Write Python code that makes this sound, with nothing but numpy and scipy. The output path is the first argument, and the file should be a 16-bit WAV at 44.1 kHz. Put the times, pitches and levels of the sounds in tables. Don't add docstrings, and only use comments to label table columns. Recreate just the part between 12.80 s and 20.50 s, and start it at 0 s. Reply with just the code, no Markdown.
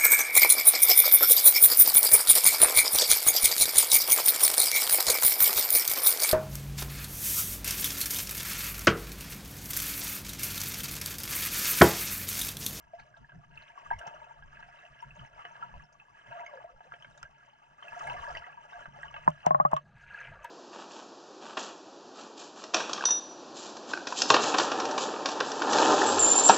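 import sys
import numpy as np
from scipy import signal
from scipy.fft import rfft, irfft
from scipy.io import wavfile
from scipy.ndimage import uniform_filter1d

SR = 44100
rng = np.random.default_rng(int(sys.argv[2]) if len(sys.argv) > 2 else 0)


def pcm_store(signal):
    levels = np.round(np.clip(np.atleast_2d(signal), -1, 1) * 32767)
    wavfile.write(sys.argv[1], SR, levels.astype(np.int16).T)


N = 339570
TAPS = 4096
TIME_S, EVENT_S = np.arange(N) / SR, np.arange(SR // 4) / SR
FILTER_HZ, SCENE_HZ = np.fft.rfftfreq(TAPS, 1 / SR), np.fft.rfftfreq(N, 1 / SR)
FLOODED_S = 6.99


def amp(db):
    return 10 ** (np.asarray(db) / 20)


def unit_rms(x):
    return x / np.sqrt(np.mean(x ** 2) + 1e-20)


def at_peak(stereo, db):
    return amp(db) * stereo / abs(stereo.mean(0)).max()


def curve(points, hz):
    points_hz, values = np.transpose(points)
    return np.interp(np.log(hz + 1), np.log(np.sort(points_hz) + 1), values)


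def drift(step_s, samples=N):
    return np.interp(TIME_S[:samples] / max(step_s, .003), np.arange(TAPS), rng.standard_normal(TAPS))


def add(mix, time_s, sound):
    part = mix[:, max(round(time_s * SR), 0):][:, :sound.shape[1]]
    part += sound[:, :part.shape[1]]


def minimum_phase(db):
    log_gain = np.log(amp(np.r_[db, db[-2:0:-1]]))
    return np.exp(np.conj(signal.hilbert(log_gain)))[:len(db)]


def through(x, response):
    return signal.oaconvolve(np.atleast_2d(x), response, axes=1)[:, :x.shape[-1]]


def steadied(stereo, span_s):
    size = int(span_s * SR)
    power = uniform_filter1d(uniform_filter1d((stereo ** 2).mean(0), size), size)
    flat = stereo / np.sqrt(abs(power) + 1e-9 * power.mean())
    return flat / np.std(flat.mean(0))


def pool_echoes(x, echo_db=-5, t60_s=.012):
    t = EVENT_S
    taps = rng.standard_normal(len(t)) * (rng.random(len(t)) < 2500 / SR)
    taps *= amp(-60 * t / t60_s) * (t > .003)
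    return x + amp(echo_db) * signal.fftconvolve(x, taps / np.linalg.norm(taps))[:len(x)]


def stereo_echoes(x, **settings):
    return np.array([pool_echoes(x, **settings) for _ in range(2)])


def bubble_ring(hz, t60_s, climb=.0095, attack_cycles=1.1):
    t = np.arange(int(np.clip(t60_s, .004, .2) * SR)) / SR
    tone = np.sin(2 * np.pi * hz * t * (1 + climb * t / t60_s / 2))
    return tone * amp(-60 * t / t60_s) * (1 - np.exp(-t * hz / attack_cycles))


# (frequency [Hz], gain [dB])
WASH_SPECTRUM = [(100, -30), (200, 0), (300, -3), (420, -5), (800, -35), (2000, -100)]


def wash(rms_db=-83):
    common, side = irfft(rfft(rng.standard_normal((2, N))) * amp(curve(WASH_SPECTRUM, SCENE_HZ)), N)
    return amp(rms_db) * unit_rms(np.array([common + side / 2, common - side / 2]))


# (time [s], surge [dB], thud [dB])
RUMBLE = [(0, -80, -75), (1.9, -79, -74), (2.8, -79, -76), (3.25, -82, -77), (3.7, -78, -76),
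          (4.35, -81, -75), (4.68, -88, -80), (4.9, -80, -74), (7.7, -80, -76)]
# (crest [s], length [s], surge [dB], thud [dB])
PUSHES = [(.045, 0.051, -65, -78), (0.215, 0.082, -64.5, -63.5), (0.424, 0.063, -59, -57.5),
          (0.573, 0.079, -60, -51.5), (0.74, 0.17, -63.5, -60.5), (1.084, 0.076, -61, -64),
          (1.155, 0.087, -47.5, -60), (1.279, 0.019, -78, -55), (1.392, 0.15, -68, -71.5),
          (1.657, 0.15, -55.5, -65), (1.793, 0.29, -64.5, -65.5), (2.121, 0.043, -61.5, -63),
          (2.276, 0.045, -58, -54.5), (2.33, 0.065, -58, -60), (2.419, 0.07, -57, -51.5),
          (2.558, 0.099, -64.5, -69.5), (2.905, 0.26, -77, -62), (2.968, 0.077, -49, -58),
          (3.03, 0.05, -66, -59), (3.502, 0.058, -66, -58), (3.957, 0.053, -59, -73),
          (4.122, 0.058, -71, -66), (4.284, 0.051, -75, -61.5), (4.328, 0.057, -67, -74),
          (4.44, 0.036, -58, -62), (4.503, 0.08, -69, -75), (5.13, 0.049, -64, -70), (5.31, 0.15, -58, -54),
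          (5.41, 0.074, -52, -66), (5.545, 0.13, -53, -59), (5.992, 0.06, -62, -81),
          (6.086, 0.018, -53, -53.5), (6.145, 0.14, -78, -60.5), (6.26, 0.027, -57, -63),
          (6.39, 0.47, -64.5, -63), (6.493, 0.051, -54, -45.5), (6.698, .06, -62, -49),
          (6.815, 0.11, -60, -51), (6.944, 0.022, -49, -47), (7.068, 0.16, -74, -61.5),
          (7.16, 0.035, -64, -57), (7.257, 0.19, -64, -66.5), (7.44, 0.097, -69, -67),
          (7.509, 0.072, -58, -54), (7.59, 0.11, -60.5, -70)]


def flow_envelope(band, eddy_db=4.5, eddy_s=.04):
    times_s, *rumble_db = np.transpose(RUMBLE)
    power = amp(np.interp(TIME_S, times_s, rumble_db[band]) + eddy_db * drift(eddy_s)) ** 2
    for crest_s, length_s, *levels_db in PUSHES:
        span = slice(*np.searchsorted(TIME_S, [crest_s - 2 * length_s, crest_s + 2 * length_s]))
        bell = np.exp(-(2 * (TIME_S[span] - crest_s) / length_s) ** 2)
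        power[span] += (amp(levels_db[band]) * bell) ** 2
    return np.sqrt(power)


# (frequency [Hz], gain [dB])
SURGE_SPECTRUM = [(12, 7), (40, 10), (68, 7), (95, -9.5), (125, -17), (200, -57.5), (1000, -100)]
# (frequency [Hz], gain [dB])
THUD_SPECTRUM = [(60, -20), (100, -9), (125, -1.5), (143, 4), (170, -9), (210, -14), (270, -28), (400, -30),
                 (700, -45), (2000, -100)]


def flow():
    out = np.zeros((2, N))
    side_gain = amp(curve([(90, -18.8), (150, -8), (220, 6.3)], SCENE_HZ))
    width = np.where(TIME_S < FLOODED_S, 1, .1)
    for band, spectrum in enumerate([SURGE_SPECTRUM, THUD_SPECTRUM]):
        noise = rfft(rng.standard_normal((2, N))) * amp(curve(spectrum, SCENE_HZ))
        mid, side = irfft(noise[0], N), irfft(noise[1] * side_gain, N) * width
        out += steadied(np.array([mid + side, mid - side]), span_s=.014) * flow_envelope(band)
    return out


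# (frequency [Hz], gain [dB])
WALL_TRAPPED = [(200, -9.5), (400, -12.5), (560, -12.5), (900, -27), (1300, -21), (2100, -15),
                (2400, -22.5), (3000, -12), (3550, -30), (4400, -38.5), (4850, -36), (6100, -33),
                (7400, -40), (10000, -48), (11300, -53.5), (14000, -106.5)]
# (frequency [Hz], gain [dB])
WALL_FLOODED = [(200, -41), (350, -19), (520, -13.5), (900, -38), (1150, -37), (1600, -14), (2200, -16),
                (3000, -19), (3600, -26.5), (5500, -38.5), (6200, -32.5), (6900, -38), (9000, -45.5),
                (14000, -68)]
# (centre [Hz], width [Hz], lift [dB])
RESONANCES = [(696.7, 76, 10.5), (935.5, 186, 22.5), (1228.4, 157, 13), (1350, 128, 8), (1629, 139, 14.5),
              (2612, 83, 8)]
# (frequency [Hz], lag [rad])
PORT_LAG = [(100, 0.042), (220, 1.64), (500, 0.26), (690, 0.59), (800, 3.7), (950, 2.04), (1200, 2.01),
            (1400, 4.96), (1600, 5.23), (2150, 5.44), (2600, 4.74), (3100, 4.46), (6000, 4.93),
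            (12000, 4.7)]
# (frequency [Hz], gain [dB])
PORT_BALANCE = [(100, -3), (500, -2.5), (760, 2), (1160, 1), (1770, -3.5), (2700, 0.5), (5000, 3.5),
                (12000, -0.5)]


def housing(wall, separation):
    hz = FILTER_HZ
    lift_db = sum(db / (1 + (2 * (hz - centre_hz) / width_hz) ** 2)
                  for centre_hz, width_hz, db in RESONANCES)
    path = minimum_phase(curve(wall, hz) + lift_db)
    left = amp(curve(PORT_BALANCE, hz) / 2)
    right = np.exp(-1j * curve(PORT_LAG, hz)) / left
    ports = separation * np.array([left, right]) + 1 - separation
    return np.roll(irfft(path * ports), 24, axis=1)[:, :TAPS // 2]


def cloud(low_hz, high_hz, per_s, spread_db, cycles, far_db, climb, skirt, sizes=240):
    near, pitches_hz = np.zeros(N + SR), np.geomspace(low_hz, high_hz, sizes)
    rings = [bubble_ring(hz, cycles * rng.uniform(.5, 1.5) / hz, climb) for hz in pitches_hz]
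    hz = SCENE_HZ + 1
    rolloff = np.sqrt((1 + (low_hz / hz) ** skirt) * (1 + (hz / high_hz) ** 16))
    far = irfft(rfft(rng.standard_normal(N)) / rolloff, N)
    for when, size, chance in rng.random((int(per_s * N / SR), 3)):
        k, start = int(size * sizes), int(when * N)
        gain = amp(spread_db * min(-np.log(chance + 1e-9), 4)) * np.sqrt(pitches_hz[k] / low_hz)
        near[start:start + len(rings[k])] += gain * rings[k]
    return unit_rms(pool_echoes(near[:N])) + amp(far_db) * far / np.std(far)


# (start [s], length [s], large bubbles [dB], small bubbles [dB], fizz [dB])
STROKES = [(0.128, 0.0071, -54.5, -53.5, -66.5), (0.667, 0.21, -69.5, -61, -79),
           (0.885, 0.39, -58, -60.5, -74.5), (1.175, 0.081, -47.5, -56, -76),
           (1.267, 0.25, -57.5, -62, -79), (1.648, 0.4, -64.5, -61, -78), (2.09, 0.18, -71, -59.5, -79),
           (2.318, 0.14, -59.5, -60, -74.5), (2.504, 0.35, -57, -57.5, -76), (2.86, 0.16, -67, -62.5, -81),
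           (3.288, 0.44, -76, -62.5, -81.5), (3.419, 0.18, -54.5, -56, -76), (3.628, 0.19, -58, -62.5, -81),
           (4.013, 0.42, -83, -71, -81.5), (4.49, 0.19, -91, -67.5, -88),
           (4.968, 0.17, -56.5, -54.5, -72.5), (5.095, 0.44, -48, -50.5, -65.5),
           (5.538, 0.18, -59, -56.5, -80), (5.747, 0.1, -58, -59, -74.5), (5.859, 0.16, -55.5, -55, -72),
           (6.099, 0.24, -55, -58, -74.5), (6.333, 0.34, -65.5, -60.5, -77), (7.127, 0.11, -90, -57.5, -76),
           (7.238, 0.21, -59.5, -47.5, -72.5), (7.414, 0.34, -57, -60, -80.5)]


def stroke_envelope(band, calm_db, rise_s=.094, t60_s=.43):
    power = np.full(N, amp(calm_db) ** 2)
    for start_s, length_s, *levels_db in STROKES:
        span = slice(*np.searchsorted(TIME_S, [start_s, start_s + length_s + t60_s]))
        t = TIME_S[span] - start_s
        thinning_db = -60 * np.maximum(t - length_s, 0) / t60_s
        power[span] += (np.minimum(t / rise_s, 1) * amp(levels_db[band] + thinning_db)) ** 2
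    return np.sqrt(power)


def churn(trapped, flooded, crossfade_s=.042, spurt_db=1.7):
    large = cloud(590, 1300, per_s=180, spread_db=3.5, cycles=38, far_db=-8, climb=.03, skirt=3.5)
    small = cloud(1350, 3150, per_s=520, spread_db=3.7, cycles=27, far_db=-5, climb=.012, skirt=7)
    fizz = cloud(3800, 12200, per_s=1200, spread_db=4.4, cycles=55, far_db=-1, climb=.02, skirt=8.4)
    flooding = np.clip((TIME_S - FLOODED_S) / crossfade_s + .5, 0, 1)
    out, spurts = np.zeros((2, N)), amp(spurt_db * drift(.022))
    for band, (bubbles, calm_db) in enumerate([(large, -68), (small, -70), (fizz, -83)]):
        before = steadied(through(stereo_echoes(bubbles, echo_db=-14), trapped), span_s=.068)
        after = steadied(through(bubbles, flooded), span_s=.026)
        out += ((1 - flooding) * before + flooding * after) * spurts * stroke_envelope(band, calm_db)
    return out


# (time [s], peak [dB], pitch [Hz])
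PINGS = [(1.133, -63, 5450), (1.187, -55, 5680), (1.189, -48, 2890), (1.348, -63, 5840), (1.796, -65, 5550),
         (1.988, -64.5, 3820), (2.205, -58, 5470), (2.363, -59.5, 6530), (2.462, -62.5, 6240),
         (2.717, -61, 6150), (3.038, -62.5, 5430), (3.052, -63, 5300), (3.125, -66, 4940),
         (3.662, -54.5, 6400), (3.667, -61.5, 4910), (4.326, -67, 3750), (4.376, -58, 6800),
         (4.378, -62, 3700), (4.428, -63, 5620), (5.027, -46, 3100), (5.549, -53, 4740), (5.593, -63, 5550),
         (5.908, -62, 5580), (5.926, -63, 3700), (6.043, -68, 4030), (6.137, -67, 5570), (6.171, -68, 6160),
         (7.403, -55.5, 6250), (7.633, -60, 6200), (7.644, -54, 12000)]


def pings(cycles=70):
    out = np.zeros((2, N))
    for time_s, db, hz in PINGS:
        tone = np.pad(bubble_ring(hz, cycles / hz, attack_cycles=6), (0, TAPS))
        add(out, time_s, at_peak(stereo_echoes(tone, echo_db=-4, t60_s=.045), db))
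    return out


# (start [s], t60 [s], peak [dB], centre pitch [Hz])
SPLASHES = [(0.195, 0.13, -47.5, 2280), (.196, 0.15, -58.5, 4260), (.368, 0.075, -59, 3400),
            (.756, 0.059, -64, 4000), (.821, .05, -55, 4000), (.878, 0.048, -51.5, 2680),
            (1.187, 0.035, -55, 5900), (1.269, 0.062, -47, 5700), (2.35, 0.086, -62, 6240),
            (3.127, 0.095, -61, 6000), (4.224, 0.088, -63, 6060), (5.192, 0.042, -47, 6100),
            (5.235, 0.081, -55, 6560), (5.272, 0.02, -51, 8500), (5.332, 0.02, -61, 9100),
            (5.485, 0.07, -55, 4730), (5.508, 0.036, -52, 5400), (5.57, 0.14, -48, 4900),
            (5.667, 0.083, -70, 6150), (6.224, 0.078, -56.5, 7440), (6.9645, 0.024, -36, 3170)]


def splashes(pitch_spread=.068, cycles=30, count=40):
    out = np.zeros((2, N))
    for start_s, t60_s, db, centre_hz in SPLASHES:
        spray = np.zeros((1, SR // 4))
        delays_s = rng.random(count) ** 2 * t60_s / 2
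        pitches_hz = centre_hz * np.exp(pitch_spread * rng.standard_normal(count))
        for delay_s, hz in zip(delays_s, pitches_hz):
            add(spray, delay_s, amp(-60 * delay_s / t60_s) * bubble_ring(hz, cycles / centre_hz)[None])
        add(out, start_s, at_peak(stereo_echoes(spray[0]), db))
    return out


# (start [s], length [s], peak [dB], first pitch [Hz], last pitch [Hz])
GURGLES = [(3.493, 0.19, -40.5, 705, 642), (3.578, 0.067, -44, 1043, 881), (3.704, 0.1, -45, 640, 530),
           (3.869, .12, -58, 550, 506), (3.871, 0.04, -58.5, 990, 1270), (4.049, .035, -57, 497, 530),
           (1.114, .027, -32, 870, 960), (7.637, .021, -34, 1200, 820)]


def gurgles(trapped, flooded, wobble=.067, wobble_s=.006, flutter_db=3.5):
    out = np.zeros((2, N))
    for start_s, length_s, db, first_hz, last_hz in GURGLES:
        n = int(length_s * SR)
        hz = np.linspace(first_hz, last_hz, n) * (1 + wobble * drift(wobble_s, n))
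        envelope = np.sin(np.linspace(0, np.pi, n)) * amp(flutter_db * drift(wobble_s, n))
        tone = envelope * np.sin(2 * np.pi * np.cumsum(hz) / SR)
        ports = trapped if start_s < FLOODED_S else flooded
        add(out, start_s, at_peak(through(np.pad(tone, (0, TAPS)), ports), db))
    return out


# (time [s], peak [dB], pitch [Hz], t60 [s], splash relative to ring [dB])
NEAR_BUBBLES = [(0.133, -38, 668, 0.049, -15), (0.196, -44.5, 715, 0.036, 15),
                (0.34, -50.5, 1553, 0.024, -21), (0.444, -49.5, 1720, 0.013, -121),
                (0.517, -48, 1550, 0.024, -4), (0.493, -47.5, 1700, 0.012, 0),
                (0.774, -40.5, 2620, 0.011, -26), (0.975, -42, 1090, 0.051, -17),
                (1.104, -31.5, 1580, 0.0079, -22), (1.1101, -23.5, 843, 0.018, -20.5),
                (1.12, -41, 1900, 0.015, -13), (1.133, -43.5, 2140, 0.018, -15),
                (1.162, -48, 2060, 0.016, -19), (1.212, -36, 1560, 0.028, 0), (1.271, -39.5, 880, 0.054, 6),
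                (1.623, -45, 1590, 0.023, 3.5), (1.769, -42.5, 1650, 0.021, -2),
                (1.825, -41.5, 1580, 0.029, 10.5), (1.989, -53, 2640, .025, -14),
                (2.051, -50, 2720, 0.012, -18), (2.223, -39.5, 948, 0.037, 1),
                (2.306, -48.5, 2610, 0.014, -21), (2.393, -45.5, 3030, 0.0085, -8),
                (2.6499, -32.5, 710, 0.02, 13.5), (2.824, -37.5, 1330, 0.018, -18),
                (2.831, -42, 950, 0.051, -17), (2.939, -44, 960, 0.01, -26),
                (3.198, -47, 2620, 0.013, -3.5), (3.521, -48, 1564, 0.019, -12),
                (3.633, -47, 1580, 0.021, -8), (3.662, -38.5, 2160, 0.025, 0), (3.73, -46, 690, 0.035, -22),
                (3.77, -45.5, 1666, 0.023, -14), (3.843, -38.5, 650, 0.022, -38),
                (4.005, -44.5, 834, 0.015, -9.5), (4.112, -51, 1510, .02, -10),
                (4.12, -36.5, 1350, 0.0047, -27), (4.137, -40, 2260, 0.011, -1),
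                (4.223, -43.5, 3100, 0.0068, -14), (4.245, -40.5, 2190, 0.012, 3.5),
                (4.4281, -40, 1360, 0.0096, -11), (4.45, -45.5, 1567, 0.029, -27),
                (5.023, -44, 1120, 0.025, -3), (5.163, -38, 706, 0.038, -14),
                (5.2976, -31, 2650, 0.011, -5.5), (5.309, -36.5, 962, 0.043, -19),
                (5.081, -41, 2620, 0.017, -10), (5.269, -40.5, 2130, 0.03, -20),
                (5.343, -38, 723, 0.043, -13), (5.373, -39.5, 1746, 0.042, -15),
                (5.465, -36, 1666, 0.024, -22), (5.447, -44, 967, 0.043, -21),
                (5.478, -41.5, 604, 0.034, -20), (5.501, -37, 716, 0.016, -10),
                (5.55, -33.5, 1950, 0.02, 0), (5.561, -37.5, 2160, 0.014, -5),
                (5.571, -32.5, 2720, 0.0049, -27), (5.641, -37.5, 1890, 0.014, -21),
                (5.665, -43.5, 1714, 0.03, 13), (5.671, -50, 743, .05, -20), (5.772, -45, 940, 0.03, -12),
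                (5.927, -44.5, 1560, 0.086, -22), (5.936, -44, 699, 0.094, -10),
                (6.055, -34.5, 1445, 0.011, -1), (6.23, -32.5, 1860, 0.013, -4),
                (6.281, -46.5, 2900, 0.014, -13), (6.34, -36.5, 2750, 0.014, 6),
                (6.362, -36, 1156, 0.037, 7)]


def near_bubbles(trapped, splash_rise_s=.0011, splash_t60_s=.021, flutter_db=3):
    out, t = np.zeros((2, N)), EVENT_S
    splash_band = signal.butter(2, [620, 3700], "bandpass", fs=SR, output="sos")
    for time_s, db, hz, t60_s, splash_db in NEAR_BUBBLES:
        tone = bubble_ring(hz, t60_s, climb=.06, attack_cycles=3.5)
        tone *= amp(flutter_db * drift(.004, len(tone)))
        splash = signal.sosfilt(splash_band, rng.standard_normal(len(t)))
        splash *= amp(splash_db - 60 * t / splash_t60_s) * (1 - np.exp(-t / splash_rise_s))
        echoed = pool_echoes(np.pad(tone, (0, len(t) - len(tone))) + splash, t60_s=.096)
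        add(out, time_s, at_peak(through(echoed, trapped), db))
    return out


# (frequency [Hz], gain [dB])
SNAP_SPECTRUM = [(250, -25), (700, -2), (2000, -8.5), (3200, -11), (4200, -16), (6000, -3.5), (8000, -8.5),
                 (11000, -28), (13500, -33), (15000, -42)]
# (time [s], rise [s], snap peak [dB], snap t60 [s], 6-12 kHz tilt [dB/octave],
# ring peak [dB])
TICKS = [(0.374, .001, -63, 0.033, -36, -65), (1.1884, .002, -52, 0.035, 12, -47),
         (1.2685, .003, -53, 0.035, -24, -38), (2.2182, .002, -59, 0.05, 12, -65),
         (4.3745, .002, -57, 0.04, -15, -69), (4.4288, .0006, -38, 0.006, -3, -46),
         (5.1929, .0005, -48, 0.015, -16, -43), (6.481, .001, -53, .012, 8, -60),
         (6.4865, .001, -50, 0.015, 8, -58), (6.502, .001, -52, .013, 4, -64),
         (6.6628, .0015, -30, 0.006, -5, -36), (6.9125, .002, -53, 0.02, 3, -50),
         (6.9355, .002, -46, 0.02, 10, -47), (6.9648, .0015, -47, 0.009, -10, -41),
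         (7.6425, .003, -46, 0.016, 14, -38)]


def ticks(trapped, flooded, ring_t60_s=.089):
    out, t = np.zeros((2, N)), TIME_S[:TAPS]
    top_octave = np.log2(np.clip(FILTER_HZ / 6000, 1, 2))
    low_cut = signal.butter(3, 650, "highpass", fs=SR, output="sos")
    for time_s, rise_s, snap_db, snap_t60_s, tilt_db, ring_db in TICKS:
        mid, side, drive = rng.standard_normal((3, TAPS)) * (1 - np.exp(-(t / rise_s) ** 2))
        width, ports = (.8, trapped) if time_s < FLOODED_S else (.1, flooded)
        burst = np.array([1.3 * mid + width * side, .84 * mid - width * side])
        colour = irfft(minimum_phase(curve(SNAP_SPECTRUM, FILTER_HZ) + tilt_db * top_octave))
        snap = through(burst * amp(-60 * t / snap_t60_s), colour[None])
        ring = through(signal.sosfilt(low_cut, drive * amp(-60 * t / ring_t60_s)), ports)
        add(out, time_s, at_peak(snap, snap_db) + at_peak(ring, ring_db))
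    return out


def housing_thump(db, hz, t60_s=.155, shove_hz=380, shove_s=.0022):
    t = EVENT_S
    thump = amp(db - 60 * t / t60_s) * np.sin(2 * np.pi * np.cumsum(hz) / SR)
    shove = amp(db - 2) * np.exp(-(t / shove_s - 1) ** 2) * np.cos(2 * np.pi * shove_hz * t)
    return thump + shove


# (time [s], knock [dB], knock pitch [Hz], knock crest [s],
# bubble [dB], first pitch [Hz], last pitch [Hz], bubble t60 [s],
# port cavity [dB], cavity pitch [Hz], cavity t60 [s], clack [dB], clack pitch [Hz],
# thump [dB], settled thump pitch [Hz], right lag [rad], right gain [dB], seep peak [dB])
GLUGS = [(6.4774, -4.5, 930, .0012, -6.5, 968, 1100, .035, -17.6, 628, .08, -13, 1620, -26, 146, 2.5, .2, -36),
         (6.6656, -15, 726, .0037, -6.4, 790, 1240, .033, -15.2, 636, .11, -28, 1550, -29, 143, 2.55, -3, -29),
         (6.7071, -12, 756, .0024, -9.9, 976, 1180, .068, -14.6, 640, .1, -34, 1570, -33, 145, 2.75, -2.7, -42),
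         (6.7463, -11.3, 781, .0018, -6.3, 1070, 1100, .044, -16.5, 620, .11, -12, 1320, -37, 135, 2.9, -2.75, -42),
         (6.7995, -10.2, 798, .0019, -8.5, 1000, 1350, .059, -17.4, 622, .098, -29, 1670, -35, 152, 2.52, -1.3, -36),
         (6.8505, -11.5, 799, .0022, -8.6, 1020, 1340, .059, -20.1, 615, .105, -29, 1680, -32, 134, 2.42, -1.2, -44),
         (6.9306, -14, 1020, .0026, -14.1, 769, 1270, .044, -15.3, 645, .085, -22, 1580, -31, 140, 2.17, -2.1, -28),
         (6.9656, -39, 1030, .0038, -20.5, 1110, 1150, .07, -48, 632, .06, -28, 1690, -60, 132, 2.32, 2, -48)]


def glugs(rise_s=.00125, settle_s=.0181, leave_s=.061, wobble=.024, cavity_sink=.05, thump_sink=.27,
          clack_t60_s=.013, crack_hz=1550, crack_s=.00052, wake_t60_s=.07, seep_s=.008):
    out, t = np.zeros((2, N)), EVENT_S
    onset, settling = 1 - np.exp(-t / rise_s), np.exp(-t / settle_s)
    leaving_db = -41 * (t / leave_s) ** 4
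    port_band = signal.butter(3, [600, 1250], "bandpass", fs=SR, output="sos")
    bass_band = signal.butter(4, 450, fs=SR, output="sos")
    for (time_s, knock_db, knock_hz, knock_s, bubble_db, first_hz, last_hz, bubble_t60_s,
         cavity_db, cavity_hz, cavity_t60_s, clack_db, clack_hz,
         thump_db, thump_hz, lag_rad, right_db, seep_db) in GLUGS:
        knock_pulse = (t / knock_s * np.exp(1 - t / knock_s)) ** 2
        knock = 1j * amp(knock_db) * knock_pulse * np.exp(2j * np.pi * knock_hz * t)
        bubble_hz = (last_hz + (first_hz - last_hz) * settling) * (1 + wobble * drift(.003, len(t)))
        bubble_gain = amp(bubble_db - 60 * t / bubble_t60_s + leaving_db)
        bubble = bubble_gain * np.exp(2j * np.pi * np.cumsum(bubble_hz) / SR)
        cavity_cycles = cavity_hz * t * (1 + cavity_sink * (settling - .5))
        cavity = -amp(cavity_db - 60 * t / cavity_t60_s) * np.exp(2j * np.pi * cavity_cycles)
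        clack = amp(clack_db - 60 * t / clack_t60_s) * np.exp(2j * np.pi * clack_hz * t)
        crack = amp(knock_db - 9) * np.exp(-((t - .0015) / crack_s) ** 2 + 2j * np.pi * crack_hz * t)
        left = knock + bubble + cavity + clack + crack
        right = knock + bubble + cavity * np.exp(-.25j) + (clack + crack) * np.exp(-1.5j)
        ports = onset * np.imag([left, amp(right_db) * np.exp(-1j * lag_rad) * right])
        ports -= signal.sosfiltfilt(bass_band, ports - ports.mean(0), padtype=None)
        thump = housing_thump(thump_db, thump_hz * (1 + thump_sink * settling))
        add(out, time_s, ports + onset * thump)
        wake = signal.sosfilt(port_band, onset * rng.standard_normal(len(t)) * amp(-60 * t / wake_t60_s))
        add(out, time_s, at_peak(wake[None], bubble_db - 24))
        seep_envelope = np.exp(-abs(t - .042) / seep_s)
        seep = signal.sosfilt(port_band, rng.standard_normal((2, len(t))) * seep_envelope)
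        add(out, time_s - .05, amp(seep_db) * seep / abs(seep).max())
    return out


def scene():
    trapped = housing(WALL_TRAPPED, separation=1)
    flooded = housing(WALL_FLOODED, separation=.091)
    water = wash() + flow()
    bubbles = churn(trapped, flooded) + pings() + splashes()
    bubbles += gurgles(trapped, flooded) + near_bubbles(trapped)
    return water + bubbles + ticks(trapped, flooded) + glugs()


def record(dry, cutoff_hz=14800):
    lowpass = signal.firwin(255, cutoff_hz, window=("kaiser", 9), fs=SR)
    return signal.oaconvolve(dry, lowpass[None], "same")


dry = scene()
out = record(dry)
pcm_store(out)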